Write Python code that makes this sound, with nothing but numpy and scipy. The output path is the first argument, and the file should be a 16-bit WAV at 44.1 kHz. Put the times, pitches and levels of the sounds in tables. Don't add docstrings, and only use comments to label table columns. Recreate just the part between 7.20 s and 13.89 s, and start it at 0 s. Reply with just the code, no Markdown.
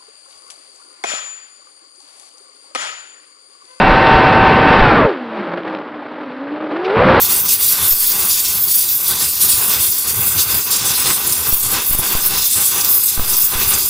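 import sys
import numpy as np
from scipy import signal
from scipy.fft import rfft, irfft, next_fast_len
from scipy.io import wavfile
from scipy.ndimage import uniform_filter1d, map_coordinates

SR = 44100
rng = np.random.default_rng(int(sys.argv[2]) if len(sys.argv) > 2 else 0)


def inscribe(sig):
    pcm = np.round(np.clip(np.atleast_2d(sig).T, -1, 1) * 32767)
    wavfile.write(sys.argv[1], SR, pcm.astype(np.int16))


N = 295029
ENVELOPE_STEP = 32

# (time [s], roar level [dB], rumble level [dB])
CALM_FLAME = [(0.0, -33.5, -40.5), (0.8, -37, -46), (1.7, -38, -42), (2.7, -37, -46.5), (3.7, -35.5, -45),
              (4.4, -35.0, -45), (5.05, -31.0, -42.0), (5.3, -38.0, -47), (5.9, -36, -44),
              (6.55, -33, -43.0), (6.69, -35, -42.0)]
# (time [s], length [s], roar level [dB], rumble level [dB])
FLARE_EVENTS = [(0.074, 0.059, -30, -53), (0.213, 0.055, -36, -37), (0.491, 0.18, -29, -45),
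                (0.893, 0.18, -31, -45), (1.321, 0.059, -32.5, -38.0), (1.871, 0.1, -30.5, -41),
                (1.99, 0.022, -26.5, -40), (2.178, 0.18, -32.5, -36.5), (2.354, 0.24, -29.5, -38),
                (2.83, 0.2, -31.5, -32), (2.95, 0.25, -32.5, -34), (3.234, 0.19, -31.0, -38.5),
                (3.447, 0.27, -29.0, -38.5), (3.752, 0.067, -26.5, -39), (3.831, 0.076, -22, -28),
                (3.946, 0.27, -30, -33.5), (4.242, 0.035, -24.5, -29), (4.42, 0.15, -29.5, -35),
                (4.503, 0.079, -23.5, -31), (4.803, 0.14, -26, -46), (5.11, 0.071, -30, -34.5),
                (5.342, 0.083, -28.0, -37), (5.504, 0.084, -26.5, -38), (5.624, 0.15, -32, -39.5),
                (5.94, 0.21, -32.5, -39), (6.306, 0.26, -28, -38)]
FLARE_ATTACK_S, FLARE_RELEASE_S = 0.03, 0.04
# (time [s], half length [s], level change [dB])
FLAME_FALTERS = [(.78, .035, -3), (1.525, 0.018, -7), (2.11, .035, -3), (3.44, .025, -1.5),
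                 (3.95, 0.01, -2), (5.905, .025, -3)]
# (frequency [Hz], level [dB])
ROAR_SPECTRUM = [(40, -22), (120, -10), (210, 0), (265, -6.5), (440, -1), (620, -8.5), (1000, -0.5),
                 (1450, -3.5), (1900, -4), (2700, -2.5), (5000, -6), (15000, -21)]
# (frequency [Hz], level [dB])
RUMBLE_SPECTRUM = [(20, -17), (45, -13), (75, 3.5), (130, -1.5), (210, -8.5), (280, -19.5), (400, -13),
                   (700, -31), (3000, -55)]

# (time [s], jet level [dB], sizzle level [dB])
STEADY_CUTTING = [(0.0, -24, -17.0), (0.9, -25, -18.5), (1.701, -24.5, -17.5), (2.4, -22, -20.0),
                  (3.1, -28.0, -17.5), (3.7, -20.5, -21.5), (4.3, -27, -19.0), (4.8, -26.5, -20.5),
                  (5.3, -21.5, -20.0), (5.9, -25, -20.0), (6.69, -25.5, -20.5)]
# (time [s], length [s], jet level [dB], sizzle level [dB], coarseness: lower treble of the sizzle [dB])
GUSH_EVENTS = [(0.01, 0.054, -21.5, -16, -13), (0.088, 0.074, -23.5, -13.5, -3.5),
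               (0.274, 0.067, -18, -15, -2), (0.394, 0.13, -26.5, -15.5, -1), (0.603, 0.077, -33, -26, 8),
               (0.666, 0.058, -26.0, -11.5, -7), (0.791, 0.06, -20.5, -18.5, -3),
               (0.85, 0.071, -24.5, -16, -13), (0.98, 0.11, -41, -17, 1), (1.087, 0.11, -20, -18, 1),
               (1.238, 0.026, -18.5, -23, -5.5), (1.376, 0.067, -41, -15.0, -10.0),
               (1.495, 0.12, -23, -17, 0), (1.672, 0.046, -24.5, -11.5, -25), (1.821, 0.11, -30, -20.5, -2),
               (1.99, 0.058, -21.5, -16.5, 8), (2.201, 0.033, -19.5, -17, 12),
               (2.278, 0.042, -25, -16.0, 12), (2.327, 0.137, -45, -18, -1), (2.478, 0.052, -23, -18.5, -5),
               (2.592, 0.068, -27.5, -14, 2), (2.7, 0.074, -26, -23, 1), (2.861, 0.043, -25.5, -21.5, 15),
               (2.997, 0.085, -34, -14.5, -1.5), (3.165, 0.05, -17, -17.5, 4), (3.283, 0.1, -26.5, -20, -7),
               (3.495, 0.068, -23.5, -17, 9), (3.644, 0.067, -27, -21.0, 12),
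               (3.738, 0.066, -29, -19.5, 5.5), (3.836, 0.12, -28, -21, 11.5), (4.077, 0.093, -39, -24, -2),
               (4.32, 0.038, -37, -12, -3.5), (4.415, 0.037, -28.0, -20, 7.0), (4.484, 0.13, -25, -30, 3),
               (4.603, 0.13, -34, -18.5, -6), (4.825, 0.129, -28, -31, -12), (5.01, 0.046, -39, -15, -6.0),
               (5.163, 0.1, -21.5, -16.5, -9), (5.29, 0.091, -24.5, -19, 11.5),
               (5.392, 0.087, -35, -16, 3.5), (5.49, 0.113, -37, -21, -4), (5.674, 0.11, -30, -12.5, -7.5),
               (5.822, 0.068, -25.5, -15.5, -2), (6.082, 0.046, -24.5, -16, 1.5),
               (6.164, 0.098, -29.5, -11, -6.5), (6.382, 0.052, -26.0, -12.5, -8),
               (6.464, 0.087, -26, -18.5, 3.5), (6.568, 0.1, -29, -14.5, -1.5)]
GUSH_ATTACK_S, GUSH_RELEASE_S = 0.018, 0.029
# (time [s], half length [s], level change [dB])
HISS_LULLS = [(0.231, 0.023, -9), (0.37, 0.032, -6.5), (0.765, 0.028, -2.5), (1.345, .014, -1.5),
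              (1.465, 0.011, -2.5), (1.81, 0.051, -3.5), (2.575, .016, -3), (2.935, 0.011, -1),
              (3.26, .014, -2.5), (3.456, 0.023, -3.5), (4.02, 0.023, -3.5), (4.37, 0.021, -3),
              (4.768, 0.009, -3), (5.09, 0.0092, -3.5), (5.63, .01, -3), (5.995, 0.029, -5.5),
              (6.305, 0.04, -3)]
SIZZLE_LULL_SHARE = 0.39
# (frequency [Hz], level [dB])
JET_SPECTRUM = [(300, -13), (1000, -63), (2000, -12.5), (3100, -6), (3600, -4), (4200, 1.5), (5100, 3),
                (6400, 2), (8000, -0.5), (11000, -2.5), (16000, -12)]
# (frequency [Hz], level [dB])
SIZZLE_SPECTRUM = [(1000, -55), (3000, -15), (6000, -14.5), (7600, -1.5), (10000, 3.5), (12000, 5),
                   (14000, 6), (15400, 9), (16000, -23)]
# (time [s], level before its envelope [dB], centre frequency [Hz], decay length [s])
SPIT_EVENTS = [(0.016, -7.5, 14500, .025), (0.161, -16, 9050, .014), (0.44, -18, 8000, .016),
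               (1.248, -21, 12000, 0.019), (1.877, -12, 13000, 0.035), (2.535, -10, 14000, 0.011),
               (2.78, -18, 12000, .012), (4.069, -13, 11500, .012), (4.122, -11, 11400, 0.013),
               (4.123, -20, 5530, .014), (4.289, -11, 14000, 0.019), (4.727, -11, 12900, .012),
               (4.785, -12.5, 12200, 0.022), (4.920, -14, 13000, .012), (5.06, -9, 12300, 0.017),
               (5.61, -17, 5170, 0.0074), (5.645, -12, 13100, 0.014), (5.646, -18.5, 5700, 0.0072),
               (6.132, -19, 5800, 0.019), (6.537, -14, 7000, 0.014)]

# (nominal delay [ms], relative strength [ratio])
PANEL_ECHOES = [(.2, 0.06), (.6, 0.05), (0.818, 0.25), (1.15, 0.14), (1.47, 0.17), (2.1, 0.23),
                (2.75, 0.13), (3.7, 0.31)]
# (time [s], relative path length [ratio])
ECHO_PATH = [(0, 1.02), (1.7, 1.05), (3.1, 0.99), (3.9, 1.04), (4.7, 1.03), (6.69, 1)]
# (frequency [Hz], width [Hz], lift [dB])
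HOLLOW_RESONANCES = [(303, 43, 3), (365.8, 19, 8), (801, 22, 8), (1003, 31, 5), (1166, 135, 5.5),
                     (1398, 25, 4.5), (1522, 83, 7), (1830, 37, 7.5), (2580, 42, 5), (2720, 94, 3),
                     (3570, 270, 6), (5340, 420, 1.8)]
# (nominal frequency [Hz], width [Hz], lift before depth factor [dB])
FLOOR_NULLS = [(1784, 61, -7), (2360, 100, -1), (3065, 59, -5.5), (3740, 98, -1.5), (4110, 35, -16),
               (5470, 330, -2.5)]

# (time [s], pressure step before the vent [full scale], rise time [ms])
AIR_PUFFS = [(.711, 0.095, 6.6), (0.731, 0.085, .8), (0.7344, -0.039, 0.9), (4.327, 0.23, 0.57),
             (4.698, 0.074, 2), (4.711, -0.17, 1.4), (4.734, -0.11, 0.32), (4.75, 0.19, 0.54),
             (4.791, 0.19, 0.37), (4.795, -0.14, 0.61), (4.952, -0.27, 0.37), (5.977, 0.21, 0.33),
             (5.996, 0.31, 0.21), (6.030, -0.072, 1.8), (6.354, 0.17, 2)]
# (frequency [Hz], level [dB])
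RUSH_SPECTRUM = [(100, -3), (400, -2), (800, 0), (1800, -12), (5000, -33)]
# (frequency [Hz], level [dB])
SIDE_SPECTRUM = [(100, -12), (600, -6.5), (1400, -20), (2500, 10.0), (3400, 17.5),
                 (4800, -12), (6500, -34), (14000, -55)]
TOP_HZ = 15750


def undb(db):
    return 10 ** (np.asarray(db) / 20)


def unit(x):
    return x / np.sqrt(np.mean(x ** 2))


def curve(rows):
    return np.interp(np.arange(N) / SR, *np.transpose(rows))


def shape(x, db_of):
    size = next_fast_len(len(x))
    hz = np.maximum(np.arange(size // 2 + 1) * SR / size, 1)
    return irfft(rfft(x, size) * undb(db_of(hz)), size)[:len(x)]


def morph(x, db_of):
    hz, seconds, spectra = signal.stft(x, SR, nperseg=1024, noverlap=768)
    at = np.minimum((seconds * SR).astype(int), N - 1)
    filtered = spectra * undb(db_of(hz[:, None], at))
    return signal.istft(filtered, SR, nperseg=1024, noverlap=768)[1][:N]


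def colour(x, points):
    f, db = np.transpose(points)
    return unit(shape(x, lambda hz: np.interp(np.log(hz), np.log(f), db)))


def bells(hz, rows):
    return sum(db / (1 + (2 * (hz - f) / width) ** 2) for f, width, db in rows)


def walk(rate):
    hold = max(int(SR / rate), 1)
    held = rng.standard_normal(N)[np.arange(N) // hold]
    return unit(uniform_filter1d(uniform_filter1d(held, hold), hold))


def patches(hz, at, width_hz, life_s):
    field = rng.standard_normal((256, 256))
    place = np.broadcast_arrays(hz / width_hz, at / SR / life_s)
    return unit(map_coordinates(field, place, order=1, mode="mirror"))


def surges(rows, attack_s, release_s):
    rows = np.array(rows)
    age = np.arange(0, N, ENVELOPE_STEP) / SR - rows[:, :1]
    rise = np.clip(age / attack_s, 0, 1)
    decay = np.exp(-np.maximum(age - rows[:, 1:2], 0) / release_s)
    return (rise * decay) ** 2


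def total(envelopes, weights):
    return np.interp(np.arange(N), np.arange(0, N, ENVELOPE_STEP), weights @ envelopes)


def swell(steady, envelopes, peaks_db):
    return 10 * np.log10(undb(curve(steady)) ** 2 + total(envelopes, undb(peaks_db) ** 2))


def sags(rows):
    t = np.arange(N) / SR
    return sum(db * np.exp(-((t - s) / length) ** 2) for s, length, db in rows)


def turbulence(points, flutter_db, flutter_rate):
    return colour(rng.standard_normal(N) * undb(flutter_db * walk(flutter_rate)), points)


def flame(roar_db=1.0, rumble_db=0.15, lick_db=1.0, billow_db=1.0):
    calm, flares = np.array(CALM_FLAME), np.array(FLARE_EVENTS)
    flaring = surges(flares, FLARE_ATTACK_S, FLARE_RELEASE_S)
    roar_level = swell(calm[:, [0, 1]], flaring, flares[:, 2]) + roar_db
    roar = turbulence(ROAR_SPECTRUM, flutter_db=1.18, flutter_rate=70) * undb(roar_level)
    rumble_level = swell(calm[:, [0, 2]], flaring, flares[:, 3]) + rumble_db
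    rumble = turbulence(RUMBLE_SPECTRUM, flutter_db=4.0, flutter_rate=40) * undb(rumble_level)
    billowing = rumble * undb(billow_db * walk(14))
    return (roar + billowing) * undb(sags(FLAME_FALTERS) + lick_db * walk(28))


def cutting():
    steady, gushes, lull_db = np.array(STEADY_CUTTING), np.array(GUSH_EVENTS), sags(HISS_LULLS)
    gushing = surges(gushes, GUSH_ATTACK_S, GUSH_RELEASE_S)
    jet_db = swell(steady[:, [0, 1]], gushing, gushes[:, 2])
    sizzle_db = swell(steady[:, [0, 2]], gushing, gushes[:, 3])
    coarse_power = total(gushing, undb(gushes[:, 3]) ** 2 * gushes[:, 4])
    coarse_db = coarse_power / undb(sizzle_db) ** 2 + (1 - SIZZLE_LULL_SHARE) * lull_db
    return jet_db + lull_db, sizzle_db + SIZZLE_LULL_SHARE * lull_db, coarse_db


def panels(x, strength, wander_ms, wander_rate):
    i, path, out = np.arange(N), curve(ECHO_PATH), x
    for ms, share in PANEL_ECHOES:
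        lag = (ms * path + wander_ms * walk(wander_rate)) * SR / 1000
        out = out + strength * share * map_coordinates(x, [i - lag], order=2)
    return unit(out)


def jet(level_db, waver_db=0.94):
    hiss = turbulence(JET_SPECTRUM, flutter_db=1.0, flutter_rate=140)
    hiss = panels(hiss, strength=0.9, wander_ms=0.045, wander_rate=5.4)
    return hiss * undb(level_db + waver_db * walk(35) + 0.3)


def melt(level_db, coarse_db, knee_hz=10700, waver_db=0.97):
    sizzle = turbulence(SIZZLE_SPECTRUM, flutter_db=1.22, flutter_rate=150)
    sizzle = panels(sizzle, strength=2.05, wander_ms=0.049, wander_rate=14)
    sizzle = morph(sizzle, lambda hz, at: (coarse_db[at] + 0.2) / (1 + (hz / knee_hz) ** 12))
    return sizzle * undb(level_db + waver_db * walk(35) + 0.18)


def spits(width_octaves=0.23, attack_s=0.00035):
    out, t = np.zeros(N + SR), np.arange(SR // 8) / SR
    for s, db, hz, length in SPIT_EVENTS:
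        def band(f):
            return -10 * np.log10(1 + (np.log2(f / hz) / width_octaves) ** 4)
        spurt = unit(shape(rng.standard_normal(len(t)), band))
        envelope = (1 - np.exp(-t / attack_s)) * np.exp(-(t / length) ** 2)
        start = max(int(s * SR), 0)
        out[start:start + len(t)] += undb(db) * spurt * envelope
    return out[:N]


def underbody(x, jet_db, fill_db=-22, fill_span_db=3, drift=0.008, patchy_db=1.5, flicker_db=1.0,
              depth_wander_db=3):
    depth = 1.27 / (0.5 + np.exp((jet_db - fill_db) / fill_span_db))
    depth = depth * undb(depth_wander_db * walk(5.2))
    shift = 1 + drift * walk(3.2)

    def wandering(hz, at):
        nulls = depth[at] * bells(hz * shift[at], FLOOR_NULLS)
        swells = patchy_db * patches(hz, at, width_hz=675, life_s=0.08)
        flicker = flicker_db * patches(hz, at, width_hz=2180, life_s=0.03)
        return nulls + hz / (hz + 1500) * (swells + flicker)
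    return morph(shape(x, lambda hz: bells(hz, HOLLOW_RESONANCES)), wandering)


def puffs(leak_hz=2.84, crack_db=-10, crack_s=0.0033):
    t = np.arange(N) / SR
    pressure = sum(size * np.clip((t - s) * 1000 / rise_ms, 0, 1) for s, size, rise_ms in AIR_PUFFS)
    vent = signal.butter(1, leak_hz, "high", fs=SR)
    thump = signal.lfilter(*vent, signal.lfilter(*vent, pressure))
    speed = np.abs(np.diff(pressure, prepend=0))
    rush = signal.lfilter([1], [1, -np.exp(-1 / (crack_s * SR))], speed)
    crack = rush * colour(rng.standard_normal(N), RUSH_SPECTRUM)
    return thump + undb(crack_db) * crack


def side_hiss(level_db=-50.0):
    hiss = undb(level_db) * colour(rng.standard_normal(N), SIDE_SPECTRUM)
    return hiss * np.array([[1], [-1]])


def scene():
    jet_db, sizzle_db, coarse_db = cutting()
    sources = flame() + jet(jet_db) + melt(sizzle_db, coarse_db) + spits()
    torch = underbody(sources, jet_db)
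    return torch + puffs() + side_hiss()


def record(dry):
    rounded = dry / (1 + (np.abs(dry) / 0.9) ** 6) ** (1 / 6)
    low_pass = signal.ellip(10, 0.05, 60, TOP_HZ, fs=SR, output="sos")
    return signal.sosfiltfilt(low_pass, rounded)


dry = scene()
out = record(dry)
inscribe(out)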